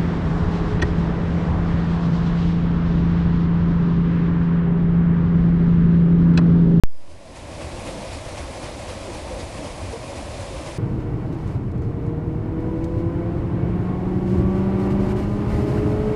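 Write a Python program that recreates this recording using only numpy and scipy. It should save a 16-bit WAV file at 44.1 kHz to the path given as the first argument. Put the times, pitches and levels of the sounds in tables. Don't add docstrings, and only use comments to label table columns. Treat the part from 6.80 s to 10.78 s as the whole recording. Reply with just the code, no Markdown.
import sys
import numpy as np
from scipy import signal
from scipy.fft import rfft, irfft, next_fast_len
from scipy.io import wavfile
from scipy.ndimage import uniform_filter1d

SR = 44100
rng = np.random.default_rng(int(sys.argv[2]) if len(sys.argv) > 2 else 0)


def to_wav(sig):
    pcm = np.clip(np.atleast_2d(sig), -1, 1) * 32767
    pcm = np.round(pcm).astype(np.int16)
    wavfile.write(sys.argv[1], SR, pcm.T)


def volts_from_decibels(level):
    exponent = np.asarray(level, float) / 20
    return 10 ** exponent


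N = 175518

# pitch_hz, level_db (per Hz)
BUCKET_SPECTRUM = [(150, -4.5), (327, -3.5), (430, -5), (567, -1.5), (694, -4.5), (1070, -8), (1400, -20),
                   (3300, -86)]
# pitch_hz, level_db (per Hz)
RUSH_SPECTRUM = [(1300, -4.5), (1800, -2), (2460, 0), (2800, -3.5), (3600, -4.5), (5030, -6), (6550, -8.5),
                 (9820, -10.5)]
FLOW_SHARE = 0.46


def evened(x):
    return x / np.sqrt(np.mean(x ** 2) + 1e-20)


def slow_waver(samples):
    once = uniform_filter1d(rng.standard_normal(N), samples)
    return evened(uniform_filter1d(once, samples))


def read(points, hz):
    f, value = np.transpose(points)
    out = np.interp(np.log(hz + 1), np.log(f + 1), value)
    return out - 40 * np.maximum(np.log((f[0] + 1) / (hz + 1)), 0)


def colour(x, points):
    n = next_fast_len(len(x))
    gain = volts_from_decibels(read(points, np.fft.rfftfreq(n, 1 / SR)))
    return evened(irfft(rfft(x, n) * gain, n)[:len(x)])


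def water(points, size, patchy_db, tall, long):
    frames = 4 * N // size + 5
    bins = size // 2 + 1
    a, b, patches = rng.standard_normal((frames, bins, 3)).T
    patches = uniform_filter1d(patches, int(tall), 0)
    patches = evened(uniform_filter1d(patches, int(long), 1))
    z = (a + 1j * b) * volts_from_decibels(patchy_db * patches)
    noise = signal.istft(z, nperseg=size, noverlap=3 * size // 4)[1][:N]
    return colour(noise, points)


def grains(per_s, lo_hz, hi_hz, cycles, spread_db, busy):
    size = volts_from_decibels(spread_db * np.minimum(rng.exponential(1, N), 4))
    size = size * (rng.random(N) < busy * per_s / SR)
    kind, out = rng.integers(0, 24, N), np.zeros(N)
    for k, hz in enumerate(np.geomspace(lo_hz, hi_hz, 24)):
        u = np.arange(0, 3 * cycles / hz, 1 / SR) * hz / cycles
        tone = np.sin(2 * np.pi * cycles * (u + 0.062 * u ** 2))
        out += signal.oaconvolve(size * (kind == k), u * np.exp(-3 * u) * tone)[:N]
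    return out


def paddles():
    # start_s, spray_db, spill_db, dullness_db
    slap_times = [(.31, -2, -4, -10), (.575, 1, -5, 0.5), (0.822, 0.5, -7.5, 2.5), (1.08, 2.5, -4.5, 0.5),
                  (1.335, 1, -4, -4), (1.586, 2, -4, 1.5), (1.842, 3, -3, 0.5), (2.1, 3, -3, -0.5),
                  (2.352, 2, -4, -3), (2.609, 1.5, -4.5, -2), (2.861, 1, -3.5, -1.5), (3.12, -2.5, -5, -4),
                  (3.375, 0, -6, -0.5), (3.62, -1, -6, -5), (3.88, -0.5, -6.5, 3)]
    rise_s, fall_s = 0.019, 0.075
    spill_lead_s, spill_width_s = 0.084, 0.042
    t, bright, dull = np.arange(N) / SR, np.zeros(N), np.zeros(N)
    for s, spray_db, spill_db, dull_db in slap_times:
        rise = -((t - s) / rise_s) ** 2 / 2
        slap = np.exp(np.where(t < s, rise, (s - t) / fall_s))
        spill = volts_from_decibels(spill_db) * np.exp(-((t - s + spill_lead_s) / spill_width_s) ** 2 / 2)
        bright += volts_from_decibels(spray_db) * slap + spill
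        dull += volts_from_decibels(spray_db + dull_db) * slap + spill
    return bright, dull


def spray(bright, dull):
    noise = water(RUSH_SPECTRUM, size=256, patchy_db=1.8, tall=6, long=15)
    low = signal.sosfilt(signal.butter(2, 3500, fs=SR, output="sos"), noise)
    return volts_from_decibels(-41) * (low * dull + (noise - low) * bright)


def fizz(bright):
    tones = grains(5000, 1380, 9940, cycles=4.8, spread_db=5.5, busy=0.36 + bright)
    return volts_from_decibels(-51.5) * colour(tones, RUSH_SPECTRUM)


def gulps():
    # start_s, pitch_hz, level_db, length_s
    pockets = [(.28, 79.6, -28.5, 0.086), (.62, 70, -38, 0.046), (.84, 77, -32, 0.064),
               (1.32, 87.6, -40, 0.034), (1.46, 45, -31, 0.035), (2.42, 69.7, -32, 0.049),
               (2.5, 517, -36, 0.079), (2.52, 55, -34, 0.048), (2.78, 293, -37, 0.07),
               (3.35, 254, -41, 0.033), (1.18, 198, -34, 0.04), (1.25, 69, -41, 0.044),
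               (1.6, 74.5, -31, 0.052), (2.28, 348, -31, 0.031), (2.63, 65.3, -32, 0.044),
               (2.845, 589, -32.5, .04), (2.851, 468, -38, 0.026), (3.699, 372, -40, .05),
               (3.58, 567, -36.5, 0.059), (3.025, 94, -28.5, 0.091), (3.085, 269, -40, 0.021),
               (3.13, 459, -29.5, 0.042), (3.285, 558, -36, 0.068), (3.59, 98, -29, 0.05),
               (3.76, 69, -31, .06), (3.88, 336, -36, 0.058)]
    glide = 0.01
    out = np.zeros(N + SR)
    for s, hz, db, length in pockets:
        u = np.arange(0, length, 1 / SR) / length
        swell = np.sin(np.pi * (u / 2.02) ** 0.27) ** 2
        tone = np.sin(2 * np.pi * hz * length * (u + glide * (u ** 2 - u)))
        out[round(s * SR):][:len(u)] += volts_from_decibels(db + 3.5) * swell * tone
    return out[:N]


def bucket_flow():
    # start_s, level_db
    filling = [(.04, -45), (.3, -36.5), (.55, -39.5), (1.1, -38.5), (1.45, -41), (1.8, -39), (2.15, -39.5),
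               (2.52, -36), (2.68, -40.5), (2.85, -36.5), (2.97, -37.5), (3.15, -38), (3.5, -38.5),
               (3.85, -38), (3.98, -45)]
    return np.interp(np.arange(N) / SR, *np.transpose(filling)) + 37


def buckets(dull, flow_db):
    churn = water(BUCKET_SPECTRUM, size=1024, patchy_db=1.0, tall=6, long=3.2)
    return volts_from_decibels(-37.5 + FLOW_SHARE * flow_db) * churn * (1 + 0.54 * dull)


def bubbles(dull, flow_db):
    tones = grains(400, 194.6, 1350, cycles=4.2, spread_db=3, busy=0.6 + dull)
    return volts_from_decibels(-44.5 + FLOW_SHARE * flow_db) * colour(tones, BUCKET_SPECTRUM)


def hollows(flow_db):
    # pitch_hz, width_hz, level_db
    resonances = [(298, 40, -47), (515, 30, -49), (562, 30, -45), (635, 35, -45)]
    pitch_wander = 0.03
    out = np.zeros(N)
    for hz, width, db in resonances:
        moving_hz = hz * (1 + pitch_wander * slow_waver(2500))
        turn = np.exp(2j * np.pi * np.cumsum(moving_hz) / SR)
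        r = np.exp(-np.pi * width / SR)
        noise = rng.standard_normal(N) + 1j * rng.standard_normal(N)
        ring = signal.lfilter([1], [1, -2 * r, r * r], noise)
        out += volts_from_decibels(db) * evened((turn * ring).real)
    return out * volts_from_decibels(FLOW_SHARE * flow_db)


def rush():
    return volts_from_decibels(-42) * water(RUSH_SPECTRUM, size=256, patchy_db=0.55, tall=3.6, long=13)


def rumble(dull, flow_db):
    # pitch_hz, level_db (per Hz)
    low_spectrum = [(11, -42), (18, -8), (54, 0), (76, 0.5), (105, -1.5), (132, -5), (156, -13.5),
                    (170, -17), (220, -18), (370, -120)]
    roll = water(low_spectrum, size=2048, patchy_db=-1.0, tall=5.2, long=8.6)
    return volts_from_decibels(-36 + 0.15 * flow_db) * roll * (1 + 0.059 * dull)


def whine(t, gain_db):
    # pitch_hz, level_db
    tones = [(4942, -66), (9884, -70), (12166, -99)]
    hot_start = [9, 5, 9]
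    settle_s, phase_wander = 0.26, 1
    out = np.zeros(N)
    for (hz, db), start_db in zip(tones, hot_start):
        waver = slow_waver(3000)
        level_db = db + 3.5 + 0.5 * gain_db + start_db * np.exp(-(t / settle_s) ** 4)
        tone = np.sin(2 * np.pi * hz * t + phase_wander * waver)
        out += volts_from_decibels(level_db) * tone * (1 + 0.14 * waver[::-1])
    return out


def microphone(x):
    # pitch_hz, level_db
    treble = [(9800, 0), (10500, -2), (11000, -5.5), (11500, -12.5), (12000, -24), (12400, -30)]
    hz = np.fft.rfftfreq(N, 1 / SR)
    dip_db = -4.5 * np.exp(-((hz - 424) / 20) ** 2)
    response_db = np.interp(hz, *np.transpose(treble)) + dip_db
    return irfft(rfft(x, axis=1) * volts_from_decibels(response_db), N, axis=1)


def switch_on_thump(since):
    slow_s, fast_s = 0.1, 0.031
    return 0.31 * np.exp(-since / slow_s) + 0.17 * np.exp(-(since / fast_s) ** 2)


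def scene():
    bright, dull = paddles()
    flow_db = bucket_flow()
    splash = spray(bright, dull) + fizz(bright)
    gurgle = gulps() + buckets(dull, flow_db) + bubbles(dull, flow_db) + hollows(flow_db)
    return (splash + gurgle + rush() + rumble(dull, flow_db))[None]


def low_pass(x):
    return signal.sosfilt(signal.butter(12, 16910, fs=SR, output="sos"), x)


def record(dry):
    # start_s, level_db
    gain_climb = [(.036, -25), (.17, -19), (.2, -18), (.29, -14.5), (.32, -13), (.44, -10.5), (.47, -10),
                  (.54, -8), (.57, -6.5), (.68, -4.5), (.72, -2.5), (.95, -1), (1.2, -0.5), (2, -1.5),
                  (3, -0.96), (3.98, -0.4)]
    on_s = 0.03627
    t = np.arange(N) / SR
    gain_db = np.interp(t, *np.transpose(gain_climb))
    hiss = volts_from_decibels(-67) * colour(rng.standard_normal(N), [(100, -16), (12500, -10)])
    x = microphone(dry * volts_from_decibels(gain_db) + hiss) + whine(t, gain_db)
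    below_edge = np.fft.rfftfreq(N, 1 / SR) < 12370
    x = irfft(rfft(x, axis=1) * below_edge, N, axis=1)
    x = (x + switch_on_thump(np.maximum(t - on_s, 0))) * (t >= on_s)
    x = signal.oaconvolve(x, signal.firwin(101, 16400, fs=SR)[None], "same")
    return low_pass(x)


dry = scene()
out = record(dry)
to_wav(out)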